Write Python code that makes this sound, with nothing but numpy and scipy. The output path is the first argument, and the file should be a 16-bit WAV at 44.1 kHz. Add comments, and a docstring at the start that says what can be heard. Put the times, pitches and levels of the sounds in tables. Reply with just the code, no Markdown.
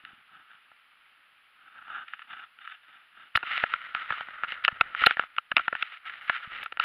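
"""Outdoors on a still night, a small camera is handled. Light rustling against its case gives way to
close stick-slip rubbing, plastic clicks and a few hard scrapes as the grip shifts. The sound is
structure-borne: it reaches the microphone through the housing, which resonates near 1.3 kHz and
passes little above 4 kHz. Under it lie a faint hiss and a thin electronic whine."""
import sys
import numpy as np
from scipy import signal
from scipy.fft import rfft, irfft
from scipy.io import wavfile
from scipy.ndimage import uniform_filter1d, minimum_filter1d

SR = 44100
rng = np.random.default_rng(int(sys.argv[2]) if len(sys.argv) > 2 else 0)


def wrap_up_sound(samples):
    """Save the sound to the file named by the first command line argument, as 16-bit audio."""
    columns = np.atleast_2d(samples).T
    # keep every value between -1 and 1, then stretch to whole-number steps
    tamed = np.clip(columns, -1, 1)
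    steps = np.round(tamed * 32767).astype(np.int16)
    wavfile.write(sys.argv[1], SR, steps)


N = 301644
TIME = np.arange(N) / SR

# impacts on the case: (time [s], level over 5 ms [dB], brightness [dB], bass [dB], rattle scale [s])
IMPACTS = [(0.0503, -43, 2, -46, .0004), (0.715, -52, -10, -13, .001), (2.081, -41.5, -1, -47, 0.0018),
           (2.1356, -31.5, -8, -60, 0.00017), (2.1932, -42, -4.5, -52, 0.00017),
           (2.2171, -40, -5, -53, 0.0041), (2.5877, -47, -4.5, -44, 0.00085),
           (2.6753, -35, -8, -50, 0.00014), (3.3529, -23, -3, -20.5, 0.00042),
           (3.3556, -19, -0.5, -25, 0.0007), (3.3728, -19.5, -7.5, -25, 0.00061),
           (3.428, -29, -5.5, -15.5, 0.0039), (3.5779, -29.5, 3, -22.5, 0.00038),
           (3.638, -17.5, -9.5, -13.5, 0.00056), (3.7375, -19, -9, -27.5, 0.00061),
           (3.9486, -23, -4.5, -24, 0.0008), (4.1046, -23, -9.5, -23, 0.0014),
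           (4.1222, -27.5, -9.5, -20, 0.00089), (4.2073, -28.5, -7.5, -16.5, 0.001),
           (4.2843, -36.5, -12, -15.5, 0.0018), (4.4348, -22.5, -11, -23.5, 0.00047),
           (4.4415, -29.5, -7, -25.5, 0.0026), (4.5202, -34.5, 0.5, -17, 0.0022),
           (4.6381, -32, 4.5, -38, 0.01), (4.6493, -24.5, 7, -27.5, 0.00038),
           (4.6795, -16, -2.5, -21.5, 0.00085), (4.6842, -21, -7.5, -18, 0.00072),
           (4.8098, -13, -2.5, -20.5, 0.0013), (4.9489, -24.5, -10.5, -37, 0.00042),
           (5.0378, -13.5, -10.5, -38, 0.0015), (5.062, -22, 5.5, -19, 0.0015),
           (5.0664, -5.5, -4, -16, 0.0016), (5.1084, -19, -4, -23.5, 0.0008),
           (5.1695, -27, -11, -19, 0.00079), (5.194, -17, -9, -18, 0.00084),
           (5.2364, -34.5, -15, -20, 0.00039), (5.365, -40.5, 0, -30.5, 0.00074),
           (5.3832, -19, -4, -37, 0.00051), (5.5157, -22.5, -5, -19.5, 0.0021),
           (5.5669, -18.5, 7, -20, 0.00047), (5.5703, -21, -2, -14.5, 0.0012),
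           (5.58, -23, -3, -29, 0.00063), (5.5922, -23, -11, -24.5, 0.0022),
           (5.6798, -19, -9.5, -20, 0.001), (5.7264, -25, -11, -14.5, 0.0011),
           (5.7512, -26.5, -6.5, -21.5, 0.00072), (5.8246, -24, 2, -28.5, 0.0011),
           (6.0963, -34.5, -8.5, -36, .0004), (6.296, -16.5, -8.5, -22, 0.0012),
           (6.629, -35, 1, -20, 0.0019), (6.66, -28.5, -9, -34, 0.001),
           (6.7224, -35.5, -0.5, -15.5, 0.0014), (6.772, -33.5, -4, -21.5, 0.0001),
           (6.7978, -16.5, -6, -31, 0.00085)]
# treble that leaks through the case: (frequency [Hz], relative level [dB])
LEAK_SPECTRUM = [(3000, -34.5), (5000, -2.5), (6100, -14.5), (7200, -10.5), (8000, -21.5), (9200, -8),
                 (11200, -0.5), (12500, -5.5), (13300, -16), (14600, -6), (16000, -18.5)]


def amp(db):
    """Amplitude ratio of a level in decibels."""
    return 10 ** (np.asarray(db) / 20)


def unit(x):
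    """Normalisation to rms 1."""
    return x / np.sqrt(np.mean(x ** 2) + 1e-20)


def add(mix, time_s, sound):
    """Superposition: a sound joins the mix at the given time."""
    part = mix[max(round(time_s * SR), 0):][:len(sound)]
    part += sound[:len(part)]


def wander(cutoff_hz):
    """Random modulation: low-passed Gaussian noise of rms 1."""
    spectrum = rfft(rng.standard_normal(N))
    return unit(irfft(spectrum / (1 + (np.fft.rfftfreq(N, 1 / SR) / cutoff_hz) ** 4), N))


def impulse_response(spectrum, weight=lambda hz: 1, size=2048):
    """Minimum-phase response of energy 1: the Hilbert transform gives phase from log magnitude."""
    hz = abs(np.fft.fftfreq(size, 1 / SR)) + 1
    points_hz, points_db = np.transpose(spectrum)
    gain = amp(np.interp(np.log(hz), np.log(points_hz), points_db)) * weight(hz)
    gain /= np.sqrt(1 + (hz / points_hz[-1]) ** 20)
    log_gain = np.log(np.maximum(gain / gain.max(), 1e-5))
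    transfer = np.exp(np.conj(signal.hilbert(log_gain)))
    response = np.fft.ifft(transfer).real[:size // 2]
    return response / np.linalg.norm(response)


def housing(spectrum, tilt=0, flex_hz=470, panel_hz=1020, wall_hz=2050):
    """Structure-borne transmission in four bands: slow flexing, broad panels, air cavity, stiff walls."""
    below = lambda hz, edge: 1 / np.sqrt(1 + (hz / edge) ** 12)
    flex = lambda hz: below(hz, flex_hz)
    panel = lambda hz: below(flex_hz, hz) * below(hz, panel_hz) ** 2
    cavity = lambda hz: below(panel_hz, hz) * below(hz, wall_hz)
    walls = lambda hz: below(wall_hz, hz) * np.clip(hz / wall_hz, 1, 2) ** tilt
    return [impulse_response(spectrum, band) for band in (flex, panel, cavity, walls)]


def transmit(drive, response):
    """Linear filtering: a drive convolved with an impulse response, brought to rms 1."""
    return unit(signal.oaconvolve(drive, response)[:N])


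def hiss_and_whine(hiss_db=-62, whine_db=-87.5, whine_hz=10020, waver_hz=35):
    """Noise floor: hiss coloured by the housing, and a frequency-modulated electronic tone."""
    # steady hiss: (frequency [Hz], relative level [dB])
    hiss_spectrum = [(30, -23.5), (400, -23.5), (1000, -11.5), (1300, 0.5), (1600, -3), (2950, -4),
                     (3600, -13), (5100, -28.5), (6000, -48.5), (8300, -43), (9600, -32.5), (11500, -32),
                     (14500, -31.5), (16000, -43)]
    pitch_hz = whine_hz + waver_hz * wander(70)
    whine = np.sqrt(2) * np.sin(2 * np.pi * np.cumsum(pitch_hz) / SR)
    hiss = transmit(rng.standard_normal(N), impulse_response(hiss_spectrum))
    return amp(hiss_db) * hiss + amp(whine_db) * whine


def thuds(half_width_cycles=0.38):
    """Elastic flexure: a push bends the case in and lets it back, in little more than one low cycle."""
    # soft pushes: (centre time [s], peak level [dB], frequency [Hz])
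    pushes = [(.04, -56, 240), (.134, -54, 200), (3.359, -33.5, 82), (4.112, -41.5, 126),
              (4.728, -40.5, 133), (4.814, -41.5, 80.4), (5.071, -28, 171), (5.542, -48, 159),
              (6.477, -44.5, 132)]
    out, t = np.zeros(N), np.arange(-.025, .025, 1 / SR)
    for centre, db, hz in pushes:
        envelope = np.exp(-(t * hz / half_width_cycles) ** 2)
        add(out, centre + t[0], -amp(db) * np.cos(2 * np.pi * hz * t) * envelope)
    return out


def squeaks(jitter=0.082):
    """Stick-slip oscillation: plastic slips almost periodically for a few milliseconds."""
    # squeaks: (centre time [s], peak level [dB], frequency [Hz], half width [s])
    bursts = [(3.3606, -20.5, 2980, 0.0038), (3.361, -26, 4130, 0.001), (3.37, -34, 4120, 0.002),
              (5.0643, -11, 3830, 0.0028)]
    out = np.zeros(N)
    uneven_time = np.cumsum(1 + jitter * wander(590)) / SR
    for centre, db, hz, half_width in bursts:
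        envelope = np.exp(-((TIME - centre) / half_width) ** 2)
        out += amp(db) * np.sin(2 * np.pi * hz * uneven_time) * envelope
    return out


def scrapes():
    """Broadband friction: very fast slips of hard edges bite at once, ease off and leak in as treble."""
    # scraping edges: (time [s], initial level [dB], decay time [s])
    edges = [(3.359, -44, 0.0023), (3.369, -47, 0.0025), (4.646, -58.5, 0.0064), (4.683, -57, .0018),
             (4.8113, -45.5, 0.0016), (5.02, -71, .014), (5.064, -34.5, 0.0045), (5.5664, -54.5, 0.0046),
             (6.057, -78, .033), (6.214, -78.5, .14), (6.638, -52, 0.0019)]
    force = np.zeros(N)
    for start, db, decay in edges:
        age = np.arange(0, 2, 1 / max(decay * SR, 8))  # in decay times
        add(force, start, amp(db) * rng.standard_normal(len(age)) * np.exp(-age ** 2))
    return signal.oaconvolve(force, impulse_response(LEAK_SPECTRUM))[:N]


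def contact(ease_s=0.024, stroke_skew=0.79, slide_db=-24.5, rise_s=0.0055, fall_s=0.012):
    """Incoherent sources add in power: the rubbing's level, brightness and bass over time, in dB."""
    # the hand rests on the case and drags lightly: (start [s], end [s])
    holds = [(3.348, 5.13), (5.57, 5.75), (6.05, 6.68)]
    # strokes across the case: (start [s], duration [s], level [dB], brightness [dB], bass [dB])
    strokes = [(-0.06, 0.31, -53.5, 0, -14.5), (0.273, 0.19, -53.5, -6, -17), (0.445, 0.21, -59, -3, -24),
               (1.55, 0.69, -54.5, -5, -18.5), (1.73, .12, -52.5, -9, -24), (1.862, 0.2, -39.5, -7, -25.5),
               (2.037, 0.23, -54, 4, -32), (2.267, 0.21, -42, -2, -22), (2.597, 0.2, -49, 1.5, -49),
               (2.813, 0.26, -55.5, 0, -22), (3.114, 0.2, -55, 0, -18), (3.438, 0.26, -34.5, 1.5, -29),
               (3.671, 0.14, -42, -1.5, -22.5), (3.802, 0.1, -42, -3, -24.5), (3.918, 0.18, -38, -3.5, -28),
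               (4.075, 0.18, -36.5, -2.5, -32), (4.22, 0.66, -46, -31, -22.5),
               (4.472, 0.087, -42, 4.5, -21), (4.706, 0.3, -48.5, -13, -11), (4.952, 0.22, -36, 4.5, -27),
               (5.013, 0.023, -27.5, -1.5, -11), (5.167, 0.11, -40.5, -1.5, -23.5),
               (5.245, 0.15, -59, -1.5, -18), (5.56, .13, -49, 3.5, -19), (5.75, 0.17, -43.5, 1, -31.5),
               (5.892, .1, -46.5, 3, -30), (5.97, 0.16, -57, -3, -29), (6.051, 0.067, -39, 0.5, -33),
               (6.11, 0.076, -49, 1, -33), (6.2, 0.34, -43, -1.5, -38), (6.265, 0.14, -37, -1, -41.5),
               (6.51, .16, -44.5, 3, -14), (6.687, 0.16, -58, -6, -11), (6.807, 0.16, -26, -1, -40)]
    band_power = lambda db, bright, bass: amp([[db], [db + bright], [db + bass]]) ** 2
    brushing = band_power(db=-71, bright=-0.5, bass=-15.5)  # faint and unbroken
    held = sum((TIME > start) & (TIME < end) for start, end in holds).astype(float)
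    held = uniform_filter1d(held, round(ease_s * SR))
    power = brushing + band_power(db=-50, bright=-0.5, bass=-22) * held ** 2
    for start, duration, db, bright, bass in strokes:
        during = (TIME > start) & (TIME < start + duration)
        progress = (TIME[during] - start) / duration
        arch = abs(np.sin(np.pi * progress ** stroke_skew)) ** 0.99  # peaks a little early
        power[:, during] += band_power(db, bright, bass) * arch ** 2
    for time_s, db, bright, _, _ in IMPACTS:  # the grip slides briefly around each knock
        near = (TIME > time_s - 2 * rise_s) & (TIME < time_s + 2 * fall_s)
        age = (TIME[near] - time_s) / np.where(TIME[near] < time_s, rise_s, fall_s)
        power[:, near] += band_power(db + slide_db, bright, bass=-16) * np.exp(-2 * age ** 2)
    level, treble, low = 10 * np.log10(power)
    return level, treble - level, low - level


def friction(slips_per_s, spread_db, drag, judder_db):
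    """Stick-slip friction: tiny uneven slips over a smooth drag, swelling as the contact judders."""
    sizes = amp(spread_db * np.minimum(rng.exponential(1, N), 4)) * rng.choice([-1, 1], N)
    slips = unit(sizes * (rng.random(N) < slips_per_s / SR))
    return (slips + drag * rng.standard_normal(N)) * amp(judder_db * wander(44))


def rubbing(level, bright, bass, grip_s=3.32, leak_db=-44):
    """Forced vibration: friction drives the case, in a light rustle and, once gripped, a firm rub."""
    # the housing under a light touch: (frequency [Hz], relative level [dB])
    rustle_spectrum = [(30, -36.5), (250, -22), (480, -31), (780, -4), (1050, -15), (1300, 10), (1600, 6),
                       (2150, -13.5), (2550, -15), (2900, -10.5), (3250, -21.5), (3600, -17), (3950, -36.5),
                       (5800, -65)]
    # the housing under a firm grip: (frequency [Hz], relative level [dB])
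    rub_spectrum = [(30, -27.5), (430, -33), (680, -16.5), (1020, -16), (1320, 7), (1600, 0.5), (1900, 3),
                    (2500, -7.5), (2950, -6.5), (3300, -15), (3600, -15.5), (4400, -33), (5200, -44),
                    (6100, -63.5)]
    uneven_db = 2.1 * wander(65)  # the case flexes unevenly
    flex_db, panel_db = bass - 4 + uneven_db, 0.41 * bass - 10.5 + uneven_db
    bands_db = flex_db, panel_db, 1.3, bright
    light = friction(slips_per_s=500, spread_db=2.0, drag=1.21, judder_db=3.0)
    firm = friction(slips_per_s=900, spread_db=4.0, drag=0.96, judder_db=2.0)
    out = np.zeros(N)
    for db, soft, hard in zip(bands_db, housing(rustle_spectrum), housing(rub_spectrum)):
        out += amp(level + db) * np.where(TIME < grip_s, transmit(light, soft), transmit(firm, hard))
    return out + amp(level + bright + leak_db) * transmit(firm, impulse_response(LEAK_SPECTRUM))


def ticks(rub_db, count=50, offset_db=-0.5, spread_db=6, bright_db=-9, bass_db=-22.5, rattle_s=0.0013):
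    """Frictional catching: rows of small random impacts, about as strong as the rubbing behind them."""
    rows = []
    for position, size in rng.random((count, 2)):
        sample = position * (N - 1)
        level = rub_db[int(sample)] + offset_db + spread_db * (2 * size - 1)
        rows.append((sample / SR, level, bright_db, bass_db, rattle_s))
    return rows


def knocks(impacts, rattle_gain=1.51, hardening=0.081):
    """Impact excitation: a sharp contact and a short rattle set the case's damped modes ringing."""
    # the housing when struck: (frequency [Hz], relative level [dB])
    knock_spectrum = [(30, -32), (250, -22), (400, -26), (720, -10.5), (1000, -13), (1350, 1.5), (1720, -3),
                      (2150, -8.5), (2900, -4.5), (3250, -16.5), (3750, -19.5), (4400, -38.5), (5100, -42),
                      (5800, -60)]
    # modes of the case: (frequency [Hz], relative level [dB], time to fall 60 dB [s])
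    case_modes = [(1326, -44, 0.028), (1418, -40, 0.019), (1748, -39.5, 0.022)]
    level_span = round(.005 * SR)
    out, t = np.zeros(N), np.arange(2048) / SR
    for time_s, level, bright, bass, rattle_s in impacts:
        # a harder contact reaches higher into the walls' range
        flex, panel, cavity, walls = housing(knock_spectrum, tilt=hardening * (bright + 4))
        chatter = rng.standard_normal(len(t)) * (rng.random(len(t)) < .25)
        envelope = np.exp(-(t / (2.58 * rattle_s)) ** 4)
        force = rattle_gain * np.sqrt(rattle_s / 0.0065) * chatter * envelope
        force[0] = 1  # the first contact
        shift_hz = rng.uniform(-89.6, 65.6)  # the grip detunes the modes
        modes = sum(amp(db - 60 * t / t60) * np.cos(2 * np.pi * (hz + shift_hz) * t)
                    for hz, db, t60 in case_modes)
        ringing = signal.fftconvolve(cavity, modes)
        ringing[:len(cavity)] += cavity
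        # a light tick leaves the panels nearly still; a heavy knock sets them going
        for response, db in (flex, bass - 4.5), (panel, 0.95 * bass + 3), (ringing, 0.07), (walls, bright):
            band = signal.fftconvolve(force, response)
            add(out, time_s, amp(level + db) * band * np.sqrt(level_span / np.sum(band ** 2)))
    return out


def scene():
    """Superposition of all sources at the one microphone inside the case."""
    level, bright, bass = contact()
    touch = rubbing(level, bright, bass) + knocks(IMPACTS + ticks(level))
    return (touch + scrapes() + squeaks() + thuds() + hiss_and_whine())[None]


def record(dry, ceiling=0.78, smooth_samples=90, cutoff_hz=15850):
    """Peak and band limiting: a fast, smooth gain holds the hardest knocks down; a low-pass follows."""
    gain = minimum_filter1d(ceiling / np.maximum(abs(dry), ceiling), 2 * smooth_samples)
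    gain = uniform_filter1d(uniform_filter1d(gain, smooth_samples), smooth_samples)
    low_pass = signal.firwin(511, cutoff_hz, window=("kaiser", 9), fs=SR)
    return signal.oaconvolve(dry * gain, low_pass[None], "same")


dry = scene()
out = record(dry)
wrap_up_sound(out)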